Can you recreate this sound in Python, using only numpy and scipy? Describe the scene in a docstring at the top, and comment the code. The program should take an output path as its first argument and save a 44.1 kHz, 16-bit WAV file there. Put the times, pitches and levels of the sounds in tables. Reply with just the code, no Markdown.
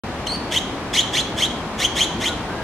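"""Magpie chattering in the trees

A magpie on a branch gives one thin whistle, then seven harsh chattering notes. Each note is one
fast upward sweep of the voice: raspy while low, then loud and warbling as it meets the throat's
resonance. The trees echo it; behind are a steady low rumble, a far bird and a faint high tone."""
import sys
import numpy as np
from scipy import signal
from scipy.fft import rfft, irfft, next_fast_len
from scipy.io import wavfile
from scipy.ndimage import map_coordinates

SR = 44100
rng = np.random.default_rng(int(sys.argv[2]) if len(sys.argv) > 2 else 0)


def to_wav(sig):
    """Store sig (one row per channel, or 1-D mono) as 16-bit WAV at the path in sys.argv[1].

    Samples outside -1..1 are clipped; the rate is SR.
    """
    pcm = np.clip(np.atleast_2d(sig), -1, 1) * 32767
    pcm = np.round(pcm).astype(np.int16)
    wavfile.write(sys.argv[1], SR, pcm.T)  # frames by channels


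N = 115983


def amp(db):
    """Decibels to gain."""
    return 10 ** (np.asarray(db) / 20)


def unit(x):
    """Scale to rms 1."""
    return x / np.sqrt(np.mean(x ** 2) + 1e-20)


def along(points, hz):
    """Read a curve of (Hz, value) points on a log frequency axis."""
    f, v = np.transpose(points)
    return np.interp(np.log(hz + 1), np.log(f + 1), v)


def clock():
    """Time of every sample in seconds."""
    return np.arange(N) / SR


def wobble(rate):
    """A smooth random curve, rate knots a second."""
    return map_coordinates(rng.standard_normal(2 * N // 10), [clock() * rate], order=3)


def filtered(x, response):
    """Pass x through a frequency response."""
    size = next_fast_len(N + SR // 2)
    return irfft(rfft(x, size) * response(np.fft.rfftfreq(size, 1 / SR)), size)[..., :N]


def noise(spectrum):
    """Coloured noise of rms 1."""
    return unit(filtered(rng.standard_normal(N), lambda hz: amp(along(spectrum, hz))))


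def pan(db):
    """Left and right gains; positive leans left."""
    return amp([[db], [-db]])


def spread(mid, side, width):
    """Mid and side to left and right."""
    return np.array([mid + width * side, mid - width * side])


def warbled(hz, depth, rate, jitter):
    """A pitch with a quick uneven warble and fine jitter."""
    cycle = 2 * np.pi * np.cumsum(rate * (1 + .15 * wobble(60))) / SR
    return hz * (1 + depth * np.sin(cycle) + jitter * wobble(1100))


def voice(hz, levels_db, shimmer_db=1.9):
    """Harmonics on a pitch curve, shimmering in level."""
    phase = 2 * np.pi * np.cumsum(hz) / SR
    tone = sum(amp(db) * np.sin(k * phase) * (k * hz < SR / 2) for k, db in enumerate(levels_db, 1))
    return np.sqrt(2) * tone * amp(shimmer_db * wobble(350))


# Colour of the rumble. Each row: frequency in Hz, relative level in dB.
RUMBLE_COLOUR = [(15, -41), (25, -17), (55, -0.5), (133, -2), (198, -1.5), (289, -1), (340, -1.5),
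                 (421, -5.5), (582, -5.5), (631, -5), (970, -6.5), (1380, -11.5), (1570, -13.5),
                 (2420, -18), (3440, -22.5), (10600, -41), (15500, -54.5)]
# Its stereo width. Each row: frequency in Hz, side level against mid in dB.
RUMBLE_SIDE = [(60, -20.5), (300, -19), (700, -14), (1400, -8), (4000, 2), (12000, 1.5)]
# Hums inside it. Each row: pitch in Hz, level in dB.
DRONES = [(67, -48.5), (222, -45), (447, -54.5), (748, -56)]
# Fader ride on the whole bed. Each row: time in seconds, gain in dB.
RUMBLE_SWELL = [(.05, -0.1), (.45, 0.7), (1.1, 0.27), (1.8, 0.8), (2.6, 1)]


def rumble(level_db=-28.5):
    """A steady low bed, as of far traffic, with wavering drones; wider in the treble."""
    t = clock()
    drone = np.zeros(N)
    for hz, db in DRONES:
        phase = 2 * np.pi * hz * t
        drone += amp(db) * unit(wobble(14) * np.cos(phase) + wobble(14) * np.sin(phase))
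    mid = amp(level_db) * noise(RUMBLE_COLOUR) + drone
    side = amp(level_db) * filtered(noise(RUMBLE_COLOUR), lambda hz: amp(along(RUMBLE_SIDE, hz)))
    swell = amp(np.interp(t, *np.transpose(RUMBLE_SWELL)))
    return spread(mid, side, width=.97) * pan(.61) * swell


def thin_tone(start_s=2.33, end_s=2.59, hz=10411, db=-66):
    """A very faint high tone near the end, perhaps an insect."""
    progress = np.clip((clock() - start_s) / (end_s - start_s), 0, 1)
    fade = (4 * progress * (1 - progress)) ** .3
    return fade * voice(hz + 15 * wobble(100), [db])


# Each row: start and length in seconds, first and last pitch in Hz, level in dB.
FAR_CALLS = [(2.275, .07, 1480, 1420, -33), (2.485, 0.066, 1500, 1600, -37.5),
             (2.552, .1, 1630, 1636, -38.5)]


def far_bird():
    """Soft gliding whistles, blurred by distance."""
    out = np.zeros(N)
    for start, length, from_hz, to_hz, db in FAR_CALLS:
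        progress = np.clip((clock() - start) / length, 0, 1)
        fade = np.sqrt(4 * progress * (1 - progress))
        pitch = from_hz + (to_hz - from_hz) * progress + 14 * wobble(150)
        out += fade * voice(pitch, [db])
    return out


def scatter(colour, t60, build_s, width):
    """A diffuse stereo echo of energy 1 that builds up and dies away."""
    hz, t, bands = signal.stft(rng.standard_normal((2, SR)), SR, nperseg=256)
    decay_db = 60 * t / along(t60, hz)[:, None]
    build = 1 - np.exp(-t / build_s)
    bands = bands * amp(along(colour, hz)[:, None] - decay_db) * build
    mid, side = signal.istft(bands, SR, nperseg=256)[1][:, :SR]
    return unit(spread(mid, side, width)) / np.sqrt(SR)


# Echo EQ; leaves scatter the treble most. Each row: frequency in Hz, relative level in dB.
BRANCHES_COLOUR = [(2000, 1), (3200, 0), (4300, 3.5), (6500, 1), (10000, -1), (15000, 2)]
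GROVE_COLOUR = [(1000, -3), (3200, 0), (4400, 0), (6500, 0), (9200, 0.5), (15000, -1)]
# Echo decay. Each row: frequency in Hz, seconds to fall by 60 dB.
BRANCHES_T60 = [(3000, 0.026), (10000, 0.098)]
GROVE_T60 = [(1000, 0.33), (3200, 0.49), (4500, .62), (6500, 0.49), (10000, 0.37), (15000, 0.1)]


def trees(x):
    """Quick scatter from near branches, then a longer tail from the grove."""
    near = amp(-3) * scatter(BRANCHES_COLOUR, BRANCHES_T60, build_s=.00091, width=.91)
    tail = amp(-11.5) * scatter(GROVE_COLOUR, GROVE_T60, build_s=.019, width=.8)
    return signal.fftconvolve(x[None], near + tail, axes=1)[:, :N]


# Each row: frequency in Hz, relative level in dB.
RASP_COLOUR = [(800, -66), (1900, 4), (2600, 1.5), (3250, 11), (4000, -4), (4900, -4), (6300, 0),
               (7500, -5.5), (10000, -11), (13000, -17.5), (15500, -28)]


def rasp():
    """The harsh noise in the magpie's voice."""
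    return noise(RASP_COLOUR)


# Shape of the opening whistle. Each row: time in seconds, pitch in Hz, level in dB.
WHISTLE_CURVE = [(0.266, 2893, -46), (.269, 3095, -23.5), (0.273, 3100, -22.5), (0.274, 4260, -31),
                 (0.295, 4170, -29), (0.317, 4380, -29), (0.339, 4570, -28), (.354, 4570, -28.5),
                 (.364, 4490, -36)]
# Its harmonics in dB, from the fundamental up.
WHISTLE_HARMONICS = [0, -15, -34]


def magpie_whistle(catch_s=.271, catch_width_s=.0051):
    """The voice catches with a puff of rasp, jumps up and holds a thin warbling tone."""
    t = clock()
    times, hz, db = np.transpose(WHISTLE_CURVE)
    pitch = warbled(np.interp(t, times, hz), depth=.027, rate=92, jitter=.013)
    tone = voice(pitch, WHISTLE_HARMONICS) + amp(-14) * rasp()
    envelope = amp(np.interp(t, times, db)) * (t > times[0]) * (t < times[-1])
    catch = amp(-30.5) * np.exp(-((t - catch_s) / catch_width_s) ** 2) * rasp()
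    return tone * envelope + catch


# The chatter. Each row: start, attack length, register break and end in seconds, level in dB,
# pitch ratio, lateness of the first rise (1 is even), share of the final climb,
# rasp trim and overtone trim in dB.
NOTES = [(.507, .014, .559, .591, -14.5, .98, .85, 1, 1, -3),
         (.928, .011, .975, 1.019, -11.5, 1.03, .7, .9, -1.5, 0),
         (1.120, .022, 1.175, 1.215, -12.5, 1.01, 1, 1.05, -1, -1),
         (1.360, .024, 1.422, 1.465, -14, 1.0, 1.05, 1, -1, -1),
         (1.774, .028, 1.839, 1.866, -14, 1.05, 1.15, .55, 1, 0),
         (1.947, .02, 2.007, 2.052, -13.5, 1.0, 1, 1, 0, 1.5),
         (2.193, .022, 2.260, 2.299, -16, 1.02, 1, 1.05, -.5, -2.5)]
# The gesture all notes share. Each row: stage (0 start, 1 break, 2 end), base pitch in Hz,
# voice gain and rasp gain in dB.
SWEEP = [(0, 1590, -13, -16), (.42, 1700, -1, -13.5), (.61, 1830, -1, -14), (.77, 2040, -1, -13),
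         (.92, 2290, -3, -11), (1, 2980, -1.5, -11), (1.3, 3200, -.5, -14), (1.62, 3360, 0, -15),
         (1.76, 3830, -2, -16), (2, 3820, -6.5, -20)]
# Harmonics in dB, from the fundamental up, before and after the break.
HARMONICS_LOW = [-3.5, -5, -8, -11.5, -7, -16]
HARMONICS_HIGH = [-1.5, -4, -5, -16, -22, -28]
# The throat's resonances. Each row: frequency in Hz, gain in dB.
THROAT = [(900, -28), (1550, -24), (1850, -12.5), (2300, -5.5), (2750, -10.5), (3150, 1.5), (3600, -9.5),
          (4150, -5.5), (4900, -22.5), (5700, -10.5), (6500, -10), (7800, -20.5), (10000, -23),
          (15000, -53)]


def magpie_chatter(release_s=.0075, climb_from_hz=2600, grain_db=2.2):
    """Every note runs through the same sweep; the throat shapes its harmonics, and rasp rides on it."""
    t = clock()
    playing = np.clip(np.searchsorted([note[0] for note in NOTES], t) - 1, 0, None)
    start, attack, turn, end, db, ratio, late, climb, rasp_trim, bright_db = np.array(NOTES)[playing].T
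    first_rise = np.clip((t - start) / (turn - start), 0, 1) ** late
    stage = first_rise + np.clip((t - turn) / (end - turn), 0, 1)
    stages, *curves = np.transpose(SWEEP)
    pitch, voice_db, rasp_db = [np.interp(stage, stages, curve) for curve in curves]
    pitch -= (1 - climb) * np.maximum(pitch - climb_from_hz, 0)
    high = np.clip((stage - .85) / .2, 0, 1)  # crossfade into the high register
    depth = .05 * (.39 + .63 * high)
    hz = warbled(pitch * ratio, depth, rate=118, jitter=.028 * (1.2 - .19 * high))
    levels = []
    for k, (low_db, high_db) in enumerate(zip(HARMONICS_LOW, HARMONICS_HIGH), 1):
        source_db = low_db + (high_db - low_db) * high + bright_db * (k > 1)
        levels.append(source_db + along(THROAT, np.abs(k * hz)))
    grit = rasp() * amp(rasp_db + rasp_trim + grain_db * wobble(800))
    gate = np.clip((t - start) / attack, 0, 1) * np.clip((end - t) / release_s + .5, 0, 1)
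    return gate * amp(db) * (amp(voice_db) * voice(hz, levels) + grit)


def scene(left_lead_s=5e-6):
    """The magpie and its echo, near the centre, over the distant layers."""
    magpie = magpie_chatter() + magpie_whistle()
    # Each note gets its own slightly different echo from the trees.
    playing = np.searchsorted([note[0] for note in NOTES], clock())
    echo = sum(trees(magpie * (playing == k)) for k in range(len(NOTES) + 1))
    direct = filtered(magpie, lambda hz: np.exp(1j * np.pi * left_lead_s * np.array([hz, -hz])))
    return (direct + echo) * pan(.04) + far_bird() + thin_tone() + rumble()


def record(dry, start_s=.0355, top_hz=15750):
    """A moment's silence, a 1 ms fade-in and a hard cut of the highest treble."""
    fade_in = np.clip((clock() - start_s) * 1000, 0, 1)
    return filtered(dry * fade_in, lambda hz: hz < top_hz)


dry = scene()
out = record(dry)
to_wav(out)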